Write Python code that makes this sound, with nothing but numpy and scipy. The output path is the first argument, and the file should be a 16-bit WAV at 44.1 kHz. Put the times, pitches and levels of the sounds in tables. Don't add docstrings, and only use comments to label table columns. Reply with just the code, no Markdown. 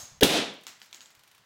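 import sys
import numpy as np
from scipy import signal
from scipy.fft import rfft, irfft
from scipy.io import wavfile
from scipy.ndimage import uniform_filter1d, minimum_filter1d

SR = 44100
rng = np.random.default_rng(int(sys.argv[2]) if len(sys.argv) > 2 else 0)


def write(x):
    x = np.atleast_2d(x).T
    wavfile.write(sys.argv[1], SR, np.round(np.clip(x, -1, 1) * 32767).astype(np.int16))


N = 63945

# frequency_hz, level_db
FADING_RING_SPECTRUM = [(30, -17), (100, 0), (400, -12), (700, -3.5), (2500, -11), (5200, -4), (6150, -4),
                        (6500, 9), (6900, -2), (7400, -1), (8500, -11.5), (13500, -16), (14850, -6),
                        (16000, -27.5)]
AMBIENT_SPECTRUM = [(30, -15.5), (60, -10), (120, 1.5), (250, -7.5), (500, -4.5), (1000, 0.5), (2000, -1),
                    (4000, -5), (8000, -15.5), (16000, -18)]
BUMP_SPECTRUM = [(30, -6.5), (70, -4), (120, 4), (250, -13), (600, -43.5), (4000, -67)]
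# start_s, level_db, decay_s
BUMPS = [(0.112, -61, 0.19), (1.171, -66.5, 0.014), (1.389, -69, 0.033)]
# start_s, level_db, decay_s
RIPS = [(.2092, -7, .0012), (.2122, -8, 0.0016), (.2316, 3.3, .0033), (0.2339, 1.5, 0.0019)]
# frequency_hz, level_db
RIP_SPECTRUM = [(30, -25.5), (150, -12), (500, -10), (1300, -17), (2100, -9.5), (3200, 2.5), (4400, -7),
                (7500, -11.5), (11000, -15), (14000, -11.5), (16000, -14)]
FLUTTER_SPECTRUM = [(50, -21.5), (250, 11), (750, 5), (1200, -14), (1700, 7.5), (2300, -20), (3000, 5),
                    (5000, -43), (16000, -32.5)]
# frequency_hz, t60_s
ROOM_T60 = [(60, 0.39), (200, 0.45), (600, 0.44), (1500, 0.48), (3600, 0.45), (6000, 0.41), (9000, 0.33),
            (15000, 0.22)]
# frequency_hz, level_db
BANG_REVERB_SPECTRUM = [(25, -27.5), (60, -24), (110, -8), (185, 5), (450, 3.5), (680, 2), (1100, -8),
                        (2200, -6), (3600, 0), (4500, -6), (7000, -11), (10000, -12.5), (15500, -16.5)]
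TAP_REVERB_SPECTRUM = [(30, -39), (120, -10), (240, -1.5), (450, -8), (800, -5.5), (1600, -1), (3500, -2),
                       (5500, -1.5), (7500, -5), (9000, -12), (16000, -11.5)]
# start_s, level_db
TICKS = [(0.536, -56), (0.609, -56), (.634, -50), (0.799, -55.5), (.858, -56), (.909, -58), (0.961, -71),
         (1.056, -74), (1.103, -55), (1.149, -53.5), (1.192, -55), (1.234, -54), (1.275, -54),
         (1.313, -54.5), (1.347, -54), (1.378, -56)]
# frequency_hz, level_db
TICK_SPECTRUM = [(200, -19), (900, -3), (3000, 2), (7000, -6), (15000, -7.5)]
# start_s, level_db, treble_db, echo_db, ring_db
IMPACTS = [(.6678, -27, 1, 1, -1), (.8172, -31, -13, -1, -12), (0.9287, -31, -9, -3, -4),
           (0.9459, -34.5, -0.5, -3, -2), (1.007, -34.5, -9, -1, -3), (1.016, -40, -3, 0, 0),
           (1.0587, -45, -1, -1, 1)]
# frequency_hz, level_db
BODY_SPECTRUM = [(30, -43), (150, -35), (450, -34), (800, -6), (2000, -6), (3400, 3), (5000, -7),
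                 (9000, -33), (16000, -30)]
EDGE_SPECTRUM = [(100, -63), (2000, -44), (4500, -23), (5600, 3.5), (6700, 11), (7800, 2.5), (9000, -6),
                 (16000, -18)]
# pitch_hz, level_db, t60_s
PIECE_MODES = [(6720, -26, 0.37), (7620, -25, .33)]


def undb(db):
    return 10 ** (np.asarray(db) / 20)


def clock():
    return np.arange(N) / SR


def magnitude(spectrum, size):
    points = np.array(spectrum)
    hz = np.maximum(np.fft.rfftfreq(size, 1 / SR), 1)
    return undb(np.interp(np.log(hz), np.log(points[:, 0]), points[:, 1]))


def noise(spectrum):
    shaped = irfft(rfft(rng.standard_normal(N)) * magnitude(spectrum, N), N)
    return shaped / shaped.std()


def click(spectrum):
    cepstrum = irfft(np.log(magnitude(spectrum, 1024)))
    cepstrum[len(cepstrum) // 2:] = 0
    pulse = irfft(np.exp(2 * rfft(cepstrum)))
    return np.pad(pulse / np.sqrt(np.sum(pulse ** 2)), (0, N - len(pulse)))


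def burst(start_s, decay_s, rise_s=.0004):
    age = clock() - start_s
    return np.clip(age / rise_s, 0, 1) * np.exp(-np.maximum(age - rise_s, 0) / decay_s)


def reverberation_time(hz):
    room = np.array(ROOM_T60)
    return np.interp(np.log(hz + 1), np.log(room[:, 0]), room[:, 1])


def fading_ring(t60_ratio=1.3):
    hz, t, bands = signal.stft(noise(FADING_RING_SPECTRUM), SR, nperseg=256)
    decay = undb(-60 * t / (t60_ratio * reverberation_time(hz))[:, None])
    return signal.istft(bands * decay, SR)[1][:N]


def low_bumps():
    envelope = sum(undb(db) * burst(start, decay, rise_s=.01) for start, db, decay in BUMPS)
    return noise(BUMP_SPECTRUM) * envelope


def tearing_skin():
    return noise(RIP_SPECTRUM) * sum(undb(db) * burst(start, decay) for start, db, decay in RIPS)


def freed_air(start_s=.2095, peak_s=.227, pitch_hz=433, swell_s=.0024, decay_s=.0036):
    t = clock()
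    age = t - peak_s
    onset = np.clip((t - start_s) * pitch_hz, 0, 1)
    swell, leak = np.exp(np.minimum(age, 0) / swell_s), undb(-24.5)
    envelope = onset * (swell + leak) * np.exp(-np.maximum(age, 0) / decay_s)
    wobble = .11 * noise([(200, 0), (600, -53)])
    cycles = np.cumsum(pitch_hz * (1 + wobble)) / SR
    swing = np.cos(2 * np.pi * (cycles - np.interp(peak_s, t, cycles)))
    flutter = undb(-11.5) * noise(FLUTTER_SPECTRUM)
    return undb(11) * envelope * (swing + flutter)


def collapsing_skin(peak_s=.2312, width_s=.00038, boom_hz=283.8):
    age, period_s = clock() - peak_s, 1 / boom_hz
    thump = undb(9) * np.exp(-(age / width_s) ** 2)
    envelope = burst(peak_s - period_s, decay_s=.009, rise_s=period_s)
    boom = undb(1) * envelope * np.cos(2 * np.pi * boom_hz * age)
    return -thump - boom


def reverberation(source, spectrum, delay_s=.004, early_decay_s=.0077):
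    hz, t, wash = signal.stft(noise(spectrum), SR, nperseg=128)
    power = np.interp(t - delay_s, clock(), uniform_filter1d(source ** 2, size=64))
    early = undb(-6) ** 2 * np.exp(-t / early_decay_s)
    late = undb(-60 * t / reverberation_time(hz)[:, None]) ** 2
    decay = early + late
    stored = signal.fftconvolve(power[None], decay / decay[0].sum(), axes=1)[:, :len(t)]
    return signal.istft(wash * np.sqrt(np.maximum(stored, 0)), SR)[1][:N]


def ceiling_reflection(source, delay_s=.0142):
    return undb(-12.5) * np.interp(clock() - delay_s, clock(), source, left=0)


def rocking_object():
    envelope = sum(undb(db) * burst(start, decay_s=.006, rise_s=.002) for start, db in TICKS)
    return noise(TICK_SPECTRUM) * envelope


def bouncing_piece(waver_hz=110):
    body_noise, edge_noise = noise(BODY_SPECTRUM), noise(EDGE_SPECTRUM)
    body_click, edge_click = click(BODY_SPECTRUM), click(EDGE_SPECTRUM)
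    waver = [(waver_hz, 0), (4 * waver_hz, -40)]
    modes = [(undb(db) * noise(waver) * np.sin(2 * np.pi * hz * clock()), t60 / np.log(1000))
             for hz, db, t60 in PIECE_MODES]
    direct = room_feed = 0
    for start_s, level_db, treble_db, echo_db, ring_db in IMPACTS:
        contact = undb(8) * np.roll(body_click + undb(treble_db) * edge_click, int(start_s * SR))
        rattle = undb(-6) * burst(start_s, decay_s=.001) * (body_noise + undb(treble_db) * edge_noise)
        ring = sum(tone * burst(start_s, decay_s) for tone, decay_s in modes)
        direct += undb(level_db) * (contact + rattle + undb(ring_db) * ring)
        room_feed += undb(level_db + echo_db) * (contact + rattle)
    return direct, room_feed


def scene():
    bang = tearing_skin() + freed_air() + collapsing_skin()
    taps, tap_feed = bouncing_piece()
    ticks = rocking_object()
    direct = bang + taps + ticks
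    wash = undb(-4) * reverberation(bang, BANG_REVERB_SPECTRUM)
    wash += reverberation(tap_feed + undb(-4) * ticks, TAP_REVERB_SPECTRUM)
    background = low_bumps() + undb(-41) * fading_ring() + undb(-65) * noise(AMBIENT_SPECTRUM)
    return (direct + ceiling_reflection(direct) + wash + background)[None]


def gain_control(sound, limit_db=-10, lookahead_s=.022, hold_s=.05, release_db_per_s=151.5):
    power = uniform_filter1d(sound ** 2, size=400)
    excess_db = np.maximum(10 * np.log10(np.maximum(power, 1e-12)) - limit_db, 0)
    ahead, hold = int(lookahead_s * SR), int(hold_s * SR)
    held_db = -minimum_filter1d(-excess_db, ahead + hold, origin=(hold - ahead) // 2)
    climb_db = release_db_per_s * clock()
    reduction_db = np.maximum.accumulate(held_db + climb_db) - climb_db
    return sound * undb(-uniform_filter1d(reduction_db, size=300))


def record(dry, cutoff_hz=16000):
    rounded = np.tanh(gain_control(dry[0]))
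    lowpass = signal.ellip(8, .2, 80, cutoff_hz, fs=SR, output="sos")
    return signal.sosfilt(lowpass, rounded)[None]


dry = scene()
out = record(dry)
write(out)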